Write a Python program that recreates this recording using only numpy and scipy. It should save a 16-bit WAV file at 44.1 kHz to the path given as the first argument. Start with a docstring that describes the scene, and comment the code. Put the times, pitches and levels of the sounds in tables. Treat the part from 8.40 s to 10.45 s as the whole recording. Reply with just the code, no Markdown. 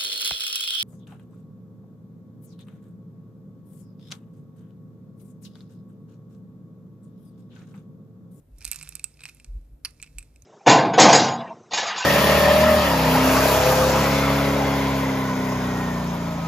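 """In a small room, a glass jar of dry pasta shells is tipped towards a rat, close by on the right.
The shells slide and tick: each contact makes a sharp crack, a brief ping from the shell and a
dull knock from the jar wall. Once, the jar chatters against something hard.
The room adds a short echo. Underneath are the rumble of the moving hand and a faint hum."""
import sys
import numpy as np
from scipy import signal
from scipy.fft import rfft, irfft, next_fast_len
from scipy.io import wavfile
from scipy.ndimage import uniform_filter1d, map_coordinates

SR = 44100
rng = np.random.default_rng(int(sys.argv[2]) if len(sys.argv) > 2 else 0)


def inscribe(sig):
    """Save sig as 16-bit PCM at rate SR to the path in sys.argv[1].

    A 1-D sig is mono; a 2-D sig holds one channel per row.
    Samples are clipped to [-1, 1] before scaling.
    """
    pcm = np.round(np.clip(np.atleast_2d(sig).T, -1, 1) * 32767)
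    wavfile.write(sys.argv[1], SR, pcm.astype(np.int16))


N = 90404

# Shells landing. A fade is the time a sound takes to drop by 60 dB.
# start_s, crack_db, treble_tilt_db_per_octave, crack_fade_s, knock_db, ping_hz, ping_db
SHELL_HITS = [(0.1839, -46.5, 10, 0.024, -74, 9260, -55), (0.2072, -47.5, -4, 0.02, -57, 5100, -59),
              (0.216, -45.5, -11, 0.016, -52, 4900, -64), (0.2244, -46, -1.5, 0.008, -51, 8100, -61),
              (0.2457, -34, -0.5, 0.017, -54, 8400, -55), (0.251, -23, 3.5, 0.0084, -46.5, 8000, -30.5),
              (0.2637, -40, 1, 0.02, -55, 8050, -44), (0.268, -51, 9, 0.01, -46, 7800, -57),
              (0.277, -32.5, 6, 0.018, -47.5, 9640, -41), (0.2855, -42, 5, 0.007, -72, 9600, -43),
              (0.3147, -20, 10, 0.0088, -39, 7990, -29), (0.3226, -35, -1, 0.005, -39, 8060, -31.5),
              (0.331, -32.5, 3.5, 0.009, -40.5, 7970, -39), (0.3441, -38.5, -2, 0.022, -47, 8700, -44.5),
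              (0.3592, -30.5, 6, 0.007, -48, 8440, -38), (0.365, -46, 19, 0.013, -60, 6760, -45),
              (0.388, -43, -2, 0.016, -57, 6630, -46), (0.397, -46, 5, 0.02, -73, 8350, -59),
              (0.4119, -39, -9.5, 0.0098, -43, 8000, -40), (0.427, -39, 4, 0.011, -43.5, 7640, -36.5),
              (0.4317, -39, -0.5, 0.0065, -53, 8200, -36), (0.4465, -54, -17, 0.011, -55, 5560, -60),
              (0.4673, -60, -10, 0.013, -74, 5730, -61), (0.474, -45.5, -15, 0.0082, -71, 7450, -51),
              (0.4813, -54, -4, 0.018, -63, 5600, -65), (0.4904, -32.5, 12, 0.012, -49, 7840, -35.5),
              (0.5235, -44.5, -7, 0.015, -72, 8700, -52), (0.553, -27.5, 8.5, 0.015, -45, 7900, -34),
              (0.562, -49.5, -9, 0.043, -66, 7800, -57), (0.5678, -53, -9, 0.0094, -60, 8000, -58),
              (0.5947, -40, -2.5, 0.014, -41.5, 8230, -42), (0.6415, -27.5, 6, 0.018, -37.5, 8080, -19),
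              (0.741, -64, 11, 0.0098, -87, 5210, -55), (0.7712, -59.5, 2, 0.013, -58.5, 8000, -68),
              (0.7925, -53, -21, 0.026, -52.5, 4850, -63), (0.806, -46, -15, 0.017, -54, 8140, -51),
              (0.8167, -49.5, -21, 0.036, -59.5, 8240, -50.5), (0.8357, -47, 18, 0.0085, -40, 7800, -48),
              (0.8388, -43.5, -11, 0.007, -55, 8300, -42), (0.8547, -35.5, -9.5, 0.0042, -34, 8030, -38.5),
              (0.8624, -45, -13, 0.0095, -49.5, 8180, -50), (0.8801, -50, 4, 0.014, -53, 7970, -54),
              (0.8879, -43.5, -12.5, 0.038, -52.5, 7900, -50), (0.8941, -44, 1, 0.013, -43, 5470, -49),
              (0.947, -50, 20, 0.01, -71, 10740, -54), (0.969, -63, 13, 0.013, -61, 8000, -61),
              (0.9991, -53, 1, 0.021, -52, 8200, -50), (1.0452, -45.5, -7, 0.012, -59, 7940, -47.5),
              (1.507, -54, 3, 0.0096, -86, 9260, -61), (1.5999, -53, -15, 0.013, -48.5, 8440, -62),
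              (1.6168, -53, 0.0, 0.008, -66, 7070, -46.5), (1.6264, -39, 1.5, 0.0085, -40, 8000, -32.5),
              (1.6318, -46, -7.5, 0.038, -47.5, 8000, -44), (1.642, -53, -9, 0.035, -50.5, 8100, -65),
              (1.663, -58, -1, 0.011, -56, 5550, -59), (1.6695, -69, -2, 0.033, -62, 5120, -62),
              (1.674, -60, -5.0, 0.016, -54.5, 7970, -68), (1.7841, -35, 3, 0.033, -38.5, 7770, -31),
              (1.791, -65, -4, 0.018, -60, 8140, -37.5), (1.806, -56, 0.5, 0.021, -54, 8010, -70),
              (1.827, -51.5, -3, 0.0067, -56.5, 8050, -47), (1.96, -56, -4, 0.017, -57, 7900, -56),
              (2.021, -53, 4.5, 0.02, -78, 6510, -48)]
# Tone of a shell's crack: pitch_hz, level_db
CRACK_TONE = [(300, -42), (700, -14.5), (950, -16.5), (1400, -9), (1900, -14), (2500, -1), (3100, -19),
              (3700, -4), (5500, 1), (7000, -2.5), (9000, 0.5), (11000, -4.5), (12500, -6.5),
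              (14500, -19.5)]
# Notes of the damped jar wall: pitch_hz, level_db, fade_s
WALL_NOTES = [(1512, -20.5, 0.012), (2253, -4.5, 0.018), (2427, 6, 0.018), (2605, 1.5, 0.028),
              (3260, -22, 0.0025)]
# Notes of one shell: multiple_of_ping_pitch, level_db, fade_s
SHELL_NOTES = [(.94, 1.5, 0.0044), (1, 14, 0.0099), (1.06, -2.5, 0.0019)]
# Loudness of the sliding pile: time_s, level_db
SLIDE_LEVELS = [(0, -105), (.15, -75.5), (.22, -56.5), (.27, -49), (.30, -52.5), (.35, -49), (.40, -50),
                (.50, -54), (.58, -60), (.72, -64), (.78, -66), (.87, -54.5), (.93, -61.5), (1.05, -67.5),
                (1.2, -75), (1.43, -86), (1.46, -53), (1.53, -69.5), (1.64, -62.5), (1.72, -68),
                (1.81, -61.5), (1.9, -71.5), (2.05, -72)]
# The jar's taps on something hard: start_s, level_db
JAR_TAPS = [(1.4488, -25.5), (1.4526, -28.5), (1.4565, -32.5), (1.4602, -43.5)]
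# Notes of the tapped jar: pitch_hz, level_db, fade_s
GLASS_NOTES = [(845, -30.5, 0.0069), (1240, -22.5, 0.025), (1486, -27, 0.027), (1883, -10, 0.017),
               (2294, -10, 0.012), (2544, -13.5, 0.034), (4360, -3.5, 0.024), (4600, 2.5, 0.014),
               (4690, -5, 0.014), (5740, -2.5, 0.011), (9270, -14, 0.0025), (10060, 9.5, 0.0043),
               (10340, -17, 0.0024), (12360, -11, 0.0063)]
# Tone of the dry, hollow scrape in each tap: pitch_hz, level_db
CLACK_TONE = [(500, -31.5), (800, -18.5), (1300, -7.5), (2000, -7), (2700, 8.5), (3300, -9), (4000, -8.5),
              (4700, 4.5), (5500, 4.5), (6500, -7.5), (8000, -16), (10200, -3), (12400, -6.5),
              (14500, -22.5)]
# The jar's direct sound on the left, relative to the right: pitch_hz, level_db
LEFT_SHADE = [(500, 0), (1400, -2.5), (2400, 0), (3100, 1), (4200, -5), (5500, -13), (6500, -18),
              (8000, -20), (10000, -24), (14000, -22)]
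# What bounces to the left off nearby surfaces: pitch_hz, level_db
BOUNCE_TONE = [(600, -9), (2400, -11), (3500, -8), (5500, -16), (8000, -23), (14000, -25)]
# Tone of the room's echo: pitch_hz, level_db
ROOM_TONE = [(300, -3), (1000, 8.5), (2500, -2), (4700, -6.5), (8000, -9), (11000, -5.5), (14000, -19)]
# Loudness of the hand's rumble: time_s, level_db
RUMBLE_LEVELS = [(0, -39.5), (.06, -65), (.11, -47.5), (.2, -47.5), (.27, -44.5), (.34, -54.5),
                 (.48, -53.5), (.56, -58), (.8, -63), (1.04, -62), (1.17, -39), (1.24, -51), (1.33, -46),
                 (1.42, -61), (1.5, -53.5), (1.7, -52), (1.8, -53.5), (1.86, -51.5), (2.05, -56)]
# Tone of that rumble: pitch_hz, level_db
RUMBLE_TONE = [(12, -56), (22, -31.5), (33, -9.5), (45, -1), (58, 8.5), (72, -16), (110, -13.5),
               (170, -24.5), (300, -30), (800, -64.5)]
# Soft bumps of the hand: start_s, pitch_hz, level_db, rise_s, fall_s
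HAND_BUMPS = [(1.068, 44.3, -27.5, 0.033, 0.067), (1.738, 42.3, -34, 0.0334, 0.026)]
# Tone of the steady room air: pitch_hz, level_db
AIR_TONE = [(15, -25), (35, -14), (80, 3.5), (140, 1.5), (190, -10), (260, -3.5), (380, -14), (480, -12),
            (700, -21.5), (1100, -28), (2500, -37.5), (6000, -43.5), (10000, -37), (14000, -34)]
# Loudness of the hum: time_s, level_db
HUM_LEVELS = [(0, -79), (.33, -78.5), (.39, -53.5), (.55, -58), (.62, -65), (.92, -63), (1.05, -73.5),
              (1.6, -64.5), (2.05, -66.5)]

HIT_S, LEVEL_S = 0.04, 0.004  # length of one hit; time span that sets its energy
WALL_RISE_S = 0.00025
TILT_FROM_HZ, TILT_TO_HZ = 3260, 10160


def shells():
    """Single shells hit the glass: each one cracks, knocks the wall and pings."""
    out = np.zeros(N)
    for start_s, crack_db, tilt, fade_s, knock_db, ping_hz, ping_db in SHELL_HITS:
        knock = undb(knock_db) * ring(WALL_NOTES, WALL_RISE_S, pitch_spread=0.015)
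        click = undb(crack_db) * crack(CRACK_TONE, tilt, fade_s)
        add(out, start_s, click + knock + undb(ping_db) * ping(ping_hz))
    return out


def crack(tone, tilt=0, fade_s=0.012, rise_s=0.00015, snap_share=0.16):
    """A brittle contact: a sharp snap that scatters quickly inside the jar."""
    t = seconds(int(HIT_S * SR))
    scatter = rng.standard_normal(len(t)) * undb(-60 * t / fade_s) * (1 - np.exp(-t / rise_s))
    snap = signal.unit_impulse(len(t), int(2 * rise_s * SR))
    contact = np.sqrt(1 - snap_share) * level_hit(scatter) + np.sqrt(snap_share) * level_hit(snap)
    return level_hit(shape_tone(contact, tone, tilt))


def ping(pitch_hz):
    """One shell rings briefly on three close notes."""
    notes = [(pitch_hz * multiple, db, fade_s) for multiple, db, fade_s in SHELL_NOTES]
    return ring(notes, rise_s=0.00054, pitch_spread=0.004)


def ring(notes, rise_s, pitch_spread=0):
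    """A struck object's fading notes. With a spread, the spot hit shifts their pitch and phase."""
    t = seconds(int(HIT_S * SR))
    out = np.zeros(len(t))
    for pitch_hz, level_db, fade_s in notes:
        shift, phase = rng.standard_normal(2) * (pitch_spread > 0)
        wave = np.sin(2 * np.pi * pitch_hz * (1 + pitch_spread * shift) * t + phase)
        out += undb(level_db - 60 * t / fade_s) * wave
    return level_hit(out * (1 - np.exp(-(t / rise_s) ** 2)))


def sliding_pile(ticks_per_s=500, spread_db=14, rub_db=6.5):
    """The pile shifts: tiny contacts and smooth rubbing rustle and set the wall and shells ringing."""
    ticks = (rng.random(N) < ticks_per_s / SR) * rng.choice([-1, 1], N)
    strengths = undb(spread_db * np.clip(rng.standard_normal(N), -2, 2))
    push = level_one(level_one(ticks * strengths) + undb(rub_db) * rng.standard_normal(N))
    body = undb(-7.5) * ring(WALL_NOTES, WALL_RISE_S) + undb(-14) * ping(pitch_hz=7600)
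    rustle = level_one(shape_tone(push, CRACK_TONE, tilt=-0.54))
    ringing = signal.fftconvolve(push, body)[:N] / np.sqrt(LEVEL_S * SR)
    return level_one(rustle + ringing) * loudness(SLIDE_LEVELS)


def jar_chatter():
    """The jar skips on something hard, so fast that the taps make one clack."""
    out = np.zeros(N)
    for start_s, level_db in JAR_TAPS:
        glass = ring(GLASS_NOTES, rise_s=0.00047, pitch_spread=0.0041)
        scrape = undb(-1) * crack(CLACK_TONE)
        add(out, start_s, undb(level_db) * (glass + scrape))
    return out


def nearby_bounces(sound, peak_s=0.0018):
    """Quick echoes off the floor and the room's wall."""
    t = seconds(int(HIT_S * SR))
    echoes = rng.standard_normal(len(t)) * t * np.exp(-t / peak_s)
    echoes /= np.sqrt(np.sum(echoes ** 2))
    return shape_tone(signal.fftconvolve(sound, echoes)[:N], BOUNCE_TONE)


def room_echo(sound, fade_s=0.2, rise_s=0.004):
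    """Many echoes blur into a short tail, quieter on the left."""
    t = seconds(N // 2)
    swell = 1 - np.exp(-(t / rise_s) ** 2)
    tail = rng.standard_normal((2, len(t))) * undb(-60 * t / fade_s) * swell
    tail = shape_tone(tail / np.sqrt(np.sum(tail[0] ** 2)), ROOM_TONE)
    return signal.fftconvolve(sound[None], tail, axes=1)[:, :N] * undb([[-19], [-12.5]])


def hand_rumble():
    """The moving hand makes a low rumble and two soft bumps."""
    out = noise(RUMBLE_TONE) * loudness(RUMBLE_LEVELS)
    t = seconds(N // 2)
    for start_s, pitch_hz, level_db, rise_s, fall_s in HAND_BUMPS:
        swell = np.minimum(t / rise_s, np.exp((rise_s - t) / fall_s))
        add(out, start_s, undb(level_db) * np.sin(2 * np.pi * pitch_hz * t) * swell)
    return out


def room_air():
    """A soft, steady rush whose bass is alike on both sides."""
    middle = noise(AIR_TONE)
    side = cut_bass(noise(AIR_TONE), below_hz=590, steepness=1)
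    return undb(-61) * np.array([middle + side, middle - side])


def hum(centre_hz=150.1, flutter_db=1.65):
    """A faint low note that wavers in pitch and loudness."""
    pitch_hz = centre_hz * (1 + 0.013 * wander(samples=2000))
    wave = np.sqrt(2) * np.sin(2 * np.pi * np.cumsum(pitch_hz) / SR)
    return wave * loudness(HUM_LEVELS) * undb(flutter_db * wander(samples=1200))


def shape_tone(sound, tone, tilt=0):
    """Filter by a tone table; tilt brightens or dulls the treble, in dB per octave."""
    n = 2 * next_fast_len(sound.shape[-1])
    hz, db = np.array(tone).T
    db = db + tilt * np.log2(np.clip(hz, TILT_FROM_HZ, TILT_TO_HZ) / TILT_FROM_HZ)
    shape_db = np.interp(np.log(np.arange(n // 2 + 1) * SR / n + 1), np.log(hz), db)
    # Fold the filter forward in time, so nothing sounds before the hit.
    folded = irfft(np.log(undb(shape_db)))
    folded[1:n // 2] *= 2
    folded[n // 2 + 1:] = 0
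    return irfft(rfft(sound, n) * np.exp(rfft(folded)))[..., :sound.shape[-1]]


def cut_bass(sound, below_hz, steepness=3):
    """Turn down what lies below a pitch."""
    return signal.sosfilt(signal.butter(steepness, below_hz, "high", fs=SR, output="sos"), sound)


def noise(tone):
    """Steady noise with the given tone."""
    return level_one(shape_tone(rng.standard_normal(N), tone))


def wander(samples):
    """A smooth random drift; more samples make it slower."""
    return level_one(uniform_filter1d(uniform_filter1d(rng.standard_normal(N), samples), samples))


def seconds(samples):
    """The time of each sample."""
    return np.arange(samples) / SR


def undb(db):
    """Turn decibels into a multiplier."""
    return 10 ** (np.asarray(db) / 20)


def loudness(points):
    """Join time_s, level_db points into a changing multiplier."""
    return undb(np.interp(seconds(N), *np.array(points).T))


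def level_one(sound):
    """Scale to an average (rms) level of 1."""
    return sound / np.sqrt(np.mean(sound ** 2))


def level_hit(sound):
    """Give a hit the energy of a level-1 sound lasting LEVEL_S."""
    return sound * np.sqrt(LEVEL_S * SR / np.sum(sound ** 2))


def add(track, start_s, sound):
    """Mix a sound in at its start time."""
    i = int(start_s * SR)
    track[i:i + len(sound)] += sound[:max(N - i, 0)]


def scene(left_lead_s=0.00001):
    """The right side hears the jar directly; the left hears it duller, plus nearby bounces."""
    jar = cut_bass(shells() + sliding_pile() + jar_chatter(), below_hz=750)
    shaded = map_coordinates(shape_tone(jar, LEFT_SHADE), [np.arange(N) + left_lead_s * SR])
    left = shaded + nearby_bounces(jar)
    echo = room_echo(jar)
    background = cut_bass(hand_rumble() + room_air() + hum(), below_hz=31)
    return np.array([left, jar]) + echo + background


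def record(dry):
    """Cut off the highest treble, above 14250 Hz."""
    return signal.sosfilt(signal.butter(20, 14250, fs=SR, output="sos"), dry)


dry = scene()
out = record(dry)
inscribe(out)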